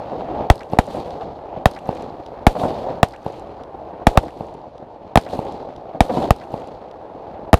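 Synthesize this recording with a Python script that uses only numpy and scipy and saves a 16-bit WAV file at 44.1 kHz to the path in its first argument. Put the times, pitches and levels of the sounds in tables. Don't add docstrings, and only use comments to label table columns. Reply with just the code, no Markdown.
import sys
import numpy as np
from scipy import signal
from scipy.fft import rfft, irfft
from scipy.io import wavfile
from scipy.ndimage import uniform_filter1d

SR = 44100
rng = np.random.default_rng(int(sys.argv[2]) if len(sys.argv) > 2 else 0)


def to_wav(s):
    ch = np.atleast_2d(s).T
    pcm = np.round(np.clip(ch, -1, 1) * 32767)
    wavfile.write(sys.argv[1], SR, pcm.astype(np.int16))


def volts(x):
    e = np.asarray(x, float) / 20
    return 10 ** e


N = 334719

# (time [s], ring level [dB], pressure swing level [dB], swing time [ms], swing damping)
LIFTS = [
    (0.50029, 21.2, 29.5, 2.23, 0.91),
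    (1.65682, 18.7, 25.4, 2.57, 1.16),
    (3.02992, 18.8, 27.2, 3.04, 1.66),
    (4.17413, 18.0, 21.4, 4.44, 1.3),
    (5.15682, 15.4, 19.0, 3.12, 1.25),
    (6.30667, 13.8, 21.0, 4.21, 1.37),
    (7.54065, 13.9, 21.8, 4.33, 1.43),
]
# (time [s], ring level [dB], pressure swing level [dB], swing time [ms], swing damping)
BURSTS = [
    (0.78742, 18.5, 14.2, 4.39, 1.23),
    (2.46665, 23.5, 16.5, 2.79, 0.77),
    (4.06855, 22.2, 14.6, 2.8, 0.77),
    (5.17317, 17.9, 16.0, 3.82, 1.34),
    (6.00549, 19.9, 14.5, 2.6, 0.8),
    (7.53007, 19.9, 8.1, 3.05, 0.6),
]
# (pitch [Hz], decay [ms], start angle [rad], share)
LIFT_RING = (839, 1.951, -1.475, .557, 1.029, -.62), (195.5, 1.5, 3.53, 1)
BURST_RING = (780, 2.287, -1.389, 2.76, 2.152, -.135), (226, 2.425, 3.185, .606)
# (pitch [Hz], level under the ring [dB], decay [ms])
PORT = [(1120, -8, 0.16), (3940, -25, 0.99), (7610, -21.5, 1.0), (10535, -17, 0.6), (14470, -35, 0.49)]
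LIFT_FRONT_DB, BURST_FRONT_DB = -1, -16
# (pitch [Hz], width [Hz], level under the ring [dB], t60 [s])
NEAR_SCATTER = [(131, 84, -54.5, 0.23), (458.4, 92, -34.5, 0.077), (716, 290, -31.5, 0.07),
                (1406, 440, -34.5, 0.04), (2175, 2700, -48, 0.1), (3390, 730, -29, 0.017),
                (6960, 6000, -51, 0.056)]

WALL_DB = (-3, -3, -7, -11, -6, -8)
WALL_LAG_MS = 235.05
# (lag [s], level under the wall echo [dB], pitch [Hz], width [Hz])
CLICKS = [(.055, -33, 4000, 2200), (.0555, -39, 8500, 6000), (.0785, -35.5, 4000, 2000),
          (.093, -36, 4200, 1600), (.107, -36, 3600, 2500), (.1313, -34, 3000, 900),
          (.1325, -44, 6500, 5000), (.1995, -45, 5500, 1800), (.2165, -44, 11500, 2500),
          (.2325, -34, 2600, 500), (.233, -34, 4100, 900), (.2335, -42, 10500, 3000),
          (.293, -40.5, 3800, 4800), (.3115, -33, 2300, 1400), (.366, -39, 4500, 5000),
          (.4415, -41.5, 3800, 1000), (.5795, -43, 2600, 1700), (.6055, -33, 2700, 2600)]
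CLICK_T60_S = .0085
# (lag [s], level under the wall echo [dB], pitch [Hz], t60 [s])
THUDS = [(0.0596, -27.5, 292, .01), (0.1045, -30, 1440, 0.065), (.119, -28, 574, 0.017),
         (0.152, -39, 740, 0.018), (.181, -53, 550, 0.0088), (.222, -23, 454, 0.067),
         (0.241, -18.5, 547, 0.063), (.27, -16, 430, .016), (.298, -21.5, 647, 0.038),
         (0.385, -23.5, 278, 0.034), (.405, -25, 730, 0.0074)]
THUD_WIDTH = 0.52

# (time [s], peak level [dB])
ROOFS = (0.11, -10.5, -32.5), [(.345, -15), (.874, -14.5), (2.551, -8), (4.154, -8.5), (5.26, -14.5),
         (6.093, -5)]
TREES = (0.043, -4.5, -38), [(.945, -9.5), (.968, -12), (2.633, -4.5), (2.649, -5.5), (4.231, -14),
         (4.26, -14.5), (5.33, -10), (5.349, -14), (6.171, -2)]
FENCES = (0.16, -6, -17.5), [(2.591, -12), (2.679, -11), (2.78, -20), (6.154, -30), (6.218, -6.5),
          (6.28, -33)]
BARNS = (0.2, -9, -26), [(.193, -13.5), (1.069, -14.5), (1.205, -14.5), (2.753, -12.5), (2.885, -13),
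         (2.92, -16)]
HILL = (0.087, -5, -35), [(.116, -10.5), (1.561, -11.5), (4.82, -21.5), (5.945, -15)]
RAGGED_DB = 3.2

ROAR_EDGES_HZ = (25, 350, 1150, 2300, 3200, 6500, 15800)
# (frequency [Hz], level per Hz [dB])
ROAR_COLOUR = [(22, -17), (60, -8), (200, -10), (420, -3), (520, 0), (820, -0.5), (1000, -10), (1400, -22),
               (2200, -32.5), (3100, -37), (4300, -38), (5500, -48), (10500, -54.5), (15500, -61.5)]
ROAR_GRAIN_DB = (3.1, 1.77, 1.5, 1.5, 1.63, 1.6)
CRACKLE_DB, SWELL_DB = 1.5, 1.3
HISS_DB = -74
# (lag [s], level [dB])
LIFT_FIELD = [(.04, -35), (.17, -42), (.23, -31.5), (.4, -34), (.65, -39), (.9, -36), (1.08, -32),
              (1.25, -36.5), (1.8, -54)]
# (lag [s], level [dB])
BURST_FIELD = [(.04, -30.5), (.1, -37), (.17, -20), (.22, -28), (.33, -27.5), (.55, -34.5), (.9, -43.5),
               (1.08, -40.5), (1.8, -62.5)]
# (lag [s], level [dB])
BURST_LEAVES = [(.04, -27), (.09, -33), (.13, -22.5), (.18, -21.5), (.26, -27), (.38, -28), (.6, -35.5),
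                (1.0, -33.5), (1.8, -51)]
LEAVES_FROM_BAND = 2
# (offset after a lift [dB], offset after a burst [dB], loss per second of travel [dB/s],
# loss past the near trees [dB], night floor [dB])
FIELD_BANDS = [(-0.5, -6, 3, 0.7, -44.5), (1.03, 0.35, -0.28, 0, -37), (-12, -18.5, 5, -0.5, -51),
               (-21.5, -26.5, 1.15, 2.3, -72.5), (-16, -19.5, 12.5, 1.5, -72.5),
               (-19.5, -23.5, 42, 2.5, -90)]
NEAR_TREES_END_S = 0.375
EARLIER_LIFT_S, EARLIER_BURST_S, EARLIER_DB = -.67, -.655, 2.5

DUCK_DB = (-.5, 1.5, -3.5, -4.5, -2, 0, -4.5, 0, -10.5, -15, -5.5, 0.5, -6, -12, -2)
RECOVER_S = 1.92
QUICK_DUCK_DB, QUICK_RECOVER_S = -4, 0.18
LOOK_AHEAD_S, LOOK_AHEAD_DB = 0.036, -5.5
ECHO_TOP_HZ, TOP_HZ = 15100, 16200
# (from [Hz], to [Hz], gate level [dB])
TOP_BANDS = [(11900, 12700, -95), (12700, 13400, -92.5), (13400, 14300, -90), (14300, 16500, -87)]


def band(x, hz, width_hz):
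    half = width_hz / 2
    high = min(np.sqrt(hz ** 2 + half ** 2) + half, 20000.)
    sos = signal.butter(2, [hz ** 2 / high, high], "bandpass", fs=SR, output="sos")
    y = signal.sosfilt(sos, x)
    return y / np.sqrt(np.mean(y ** 2))


def cut(x, hz):
    return signal.sosfiltfilt(signal.ellip(8, .1, 50, hz, fs=SR, output="sos"), x)


def add(out, s, sound):
    i = int(round(s * SR))
    n = max(min(len(sound), len(out) - i), 0)
    out[i:i + n] += sound[:n]


def uneven(count, hold):
    steps = np.repeat(rng.standard_normal(count // hold + 1), hold)[:count]
    return 1.2 * uniform_filter1d(steps, size=hold)


def puff(hz, width_hz, t60_s, rise_s, count, lumps=1):
    t = np.arange(count) / SR
    noise = band(rng.standard_normal(count + 2048), hz, width_hz)[2048:]
    return lumps * noise * (1 - np.exp(-t / rise_s)) * volts(-60 * t / t60_s)


def field_gains():
    t = np.arange(0, N, 32) / SR
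    lift_times = (EARLIER_LIFT_S, *np.transpose(LIFTS)[0])
    burst_times = (EARLIER_BURST_S, *np.transpose(BURSTS)[0])
    fired = sorted([(s, False) for s in lift_times] + [(s, True) for s in burst_times])
    power = [volts(2 * row[-1]) + 0 * t for row in FIELD_BANDS]
    gain_db = 0 * t
    for (s, burst), duck_db in zip(fired, DUCK_DB):
        lag = np.maximum(t - s, 0)
        far = np.clip((lag - NEAR_TREES_END_S) / 0.024, 0, 1)
        for k, (lift_db, burst_db, loss_db, far_db, _) in enumerate(FIELD_BANDS):
            if burst:
                field = BURST_FIELD if k < LEAVES_FROM_BAND else BURST_LEAVES
            else:
                field = LIFT_FIELD
            db = np.interp(lag, *np.transpose(field)) + (burst_db if burst else lift_db)
            db = db + EARLIER_DB * (s < 0)
            power[k] = power[k] + (t > s) * volts(2 * (db - loss_db * lag - far_db * far))
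        slow_duck = duck_db * np.exp(-lag / RECOVER_S)
        quick_duck = QUICK_DUCK_DB * np.exp(-lag / QUICK_RECOVER_S)
        closing = np.clip(1 + np.minimum(t - s, 0) / LOOK_AHEAD_S, 0, 1)
        gain_db = np.where(t > s, slow_duck + quick_duck, gain_db + LOOK_AHEAD_DB * closing)
    return [np.interp(np.arange(N) / SR, t, v) for v in (*np.sqrt(power), volts(gain_db))]


def roar():
    grains = uneven(N, hold=200)
    grit = volts(CRACKLE_DB * uneven(N, hold=48))
    hz = np.maximum(np.arange(N // 2 + 1) * SR / N, 1)
    colour_hz, colour_db = np.transpose(ROAR_COLOUR)
    colour = volts(np.interp(np.log(hz), np.log(colour_hz), colour_db))
    out = volts(HISS_DB) * rng.standard_normal(N)
    *sizes, gain = field_gains()
    for lo, hi, size, grain_db in zip(ROAR_EDGES_HZ, ROAR_EDGES_HZ[1:], sizes, ROAR_GRAIN_DB):
        grainy = rng.standard_normal(N) * volts(grain_db * grains)
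        if lo > 1000:
            grainy = grainy * grit
        edges = np.sqrt((1 + (lo / hz) ** 12) * (1 + (hz / hi) ** 12))
        part = irfft(rfft(grainy) * colour / edges, N)
        swell = SWELL_DB * uneven(N, hold=1800)
        out = out + part / np.std(part) * size * volts(swell)
    return out * gain


def burst_echoes():
    out = np.zeros(N)
    count = 8820
    clean_start = np.minimum(np.arange(count) / (0.0089 * SR), 1)
    for (t60, low_db, bright_db), returns in (ROOFS, TREES, FENCES, BARNS, HILL):
        for s, db in returns:
            lumps = volts(RAGGED_DB * uneven(count, hold=110) * clean_start)
            mid = puff(621, 255, t60, 0.0032, count, lumps)
            low = volts(low_db) * puff(204, 217, 2.17 * t60, 0.0083, count, lumps)
            bright = volts(bright_db) * puff(3270, 1770, 0.78 * t60, 0.0039, count, lumps)
            add(out, s, volts(db - 5.5) * (mid + low + bright) / np.abs(mid).max())
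    return out


def blast(ring, thud, front_db, ring_db, swing_db, swing_ms, damping):
    hz, length, angle, rise, lag, bounce = ring
    thud_hz, decay, thud_angle, share = thud
    ms = np.arange(4410) * 1000 / SR

    def housing(t):
        envelope = (1 - np.exp(-t / rise)) * np.exp(-(t / length) ** 2)
        return envelope * np.cos(2 * np.pi * hz * t / 1000 + angle)

    body = share * (1 - np.exp(-ms / rise)) * np.exp(-ms / decay)
    body = body * np.cos(2 * np.pi * thud_hz * ms / 1000 + thud_angle)
    port = sum(volts(db) * np.exp(-ms / fade) * np.sin(2 * np.pi * f * ms / 1000) for f, db, fade in PORT)
    front = volts(front_db) * port * (1 - np.exp(-(ms / 0.1) ** 2))
    u = ms / swing_ms
    laguerre = 1 - 4 * u + 3 * u ** 2 - 2 * u ** 3 / 3 + u ** 4 / 24
    swing = (1 - np.exp(-ms / 5)) * np.exp(-damping * u) * laguerre
    near = sum(volts(db) * puff(f, w, t60, 0.000656, count=4410) for f, w, db, t60 in NEAR_SCATTER)
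    direct = housing(ms) + bounce * housing(np.maximum(ms - lag, 0)) + body + front
    return volts(ring_db) * (direct + near) + volts(swing_db) * swing


def shots():
    out = np.zeros(N)
    rows = [(*row, LIFT_RING, LIFT_FRONT_DB) for row in LIFTS]
    rows += [(*row, BURST_RING, BURST_FRONT_DB) for row in BURSTS]
    for s, *shape, (ring, thud), front_db in sorted(rows):
        i = int(round(s * SR))
        out[i:] *= np.exp(-np.arange(N - i) / (.0007 * SR))
        add(out, s, blast(ring, thud, front_db, *shape))
    return out


def lift_echoes():
    echo = np.zeros(SR)
    rows = [(*row, CLICK_T60_S) for row in CLICKS]
    rows += [(lag, db, hz, THUD_WIDTH * hz, t60) for lag, db, hz, t60 in THUDS]
    for lag, db, hz, width_hz, t60 in rows:
        tick = puff(hz, width_hz, t60, t60 / 15, count=4410)
        add(echo, lag, volts(db + 0.5) * tick / np.abs(tick).max())
    ms = np.arange(SR) * 1000 / SR - WALL_LAG_MS
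    echo += .5 * np.exp(-(ms / 1.25) ** 2) * np.cos(2 * np.pi * .73 * ms)
    echo += .16 * np.exp(-((ms - 3) / .8) ** 2) * np.cos(2 * np.pi * .73 * (ms - 2.3))
    echo -= .5 * (ms - .4) / 1.6 * np.exp(-((ms - .6) / 1.8) ** 2)
    echo += .27 * np.exp(-(ms / .55) ** 2)
    echo = signal.sosfiltfilt(signal.butter(1, 70, "highpass", fs=SR, output="sos"), echo)
    out = np.zeros(N)
    for lift, db in zip(LIFTS, WALL_DB):
        add(out, lift[0], volts(db + 1.7) * echo)
    return out


def scene():
    echoes = lift_echoes() + burst_echoes() + roar()
    return (shots() + cut(echoes, ECHO_TOP_HZ))[None]


def band_limit(x):
    return signal.sosfilt(signal.butter(12, 16440, fs=SR, output="sos"), x)


def record(dry):
    wide = cut(np.clip(dry, -1.01, 1.01), TOP_HZ)
    spectrum = rfft(wide)
    hz = np.arange(N // 2 + 1) * SR / N
    for lo, hi, gate_db in TOP_BANDS:
        window = (np.tanh((hz - lo) / 60) - np.tanh((hz - hi) / 60)) / 2
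        top = irfft(spectrum * window, N)
        block_power = uniform_filter1d(top ** 2, size=1024)[:, 512::1024]
        muted = np.repeat(block_power < volts(2 * gate_db), 1024, axis=1)[:, :N]
        wide = wide - top * uniform_filter1d(1. * muted, size=256)
    return band_limit(wide)


dry = scene()
out = record(dry)
to_wav(out)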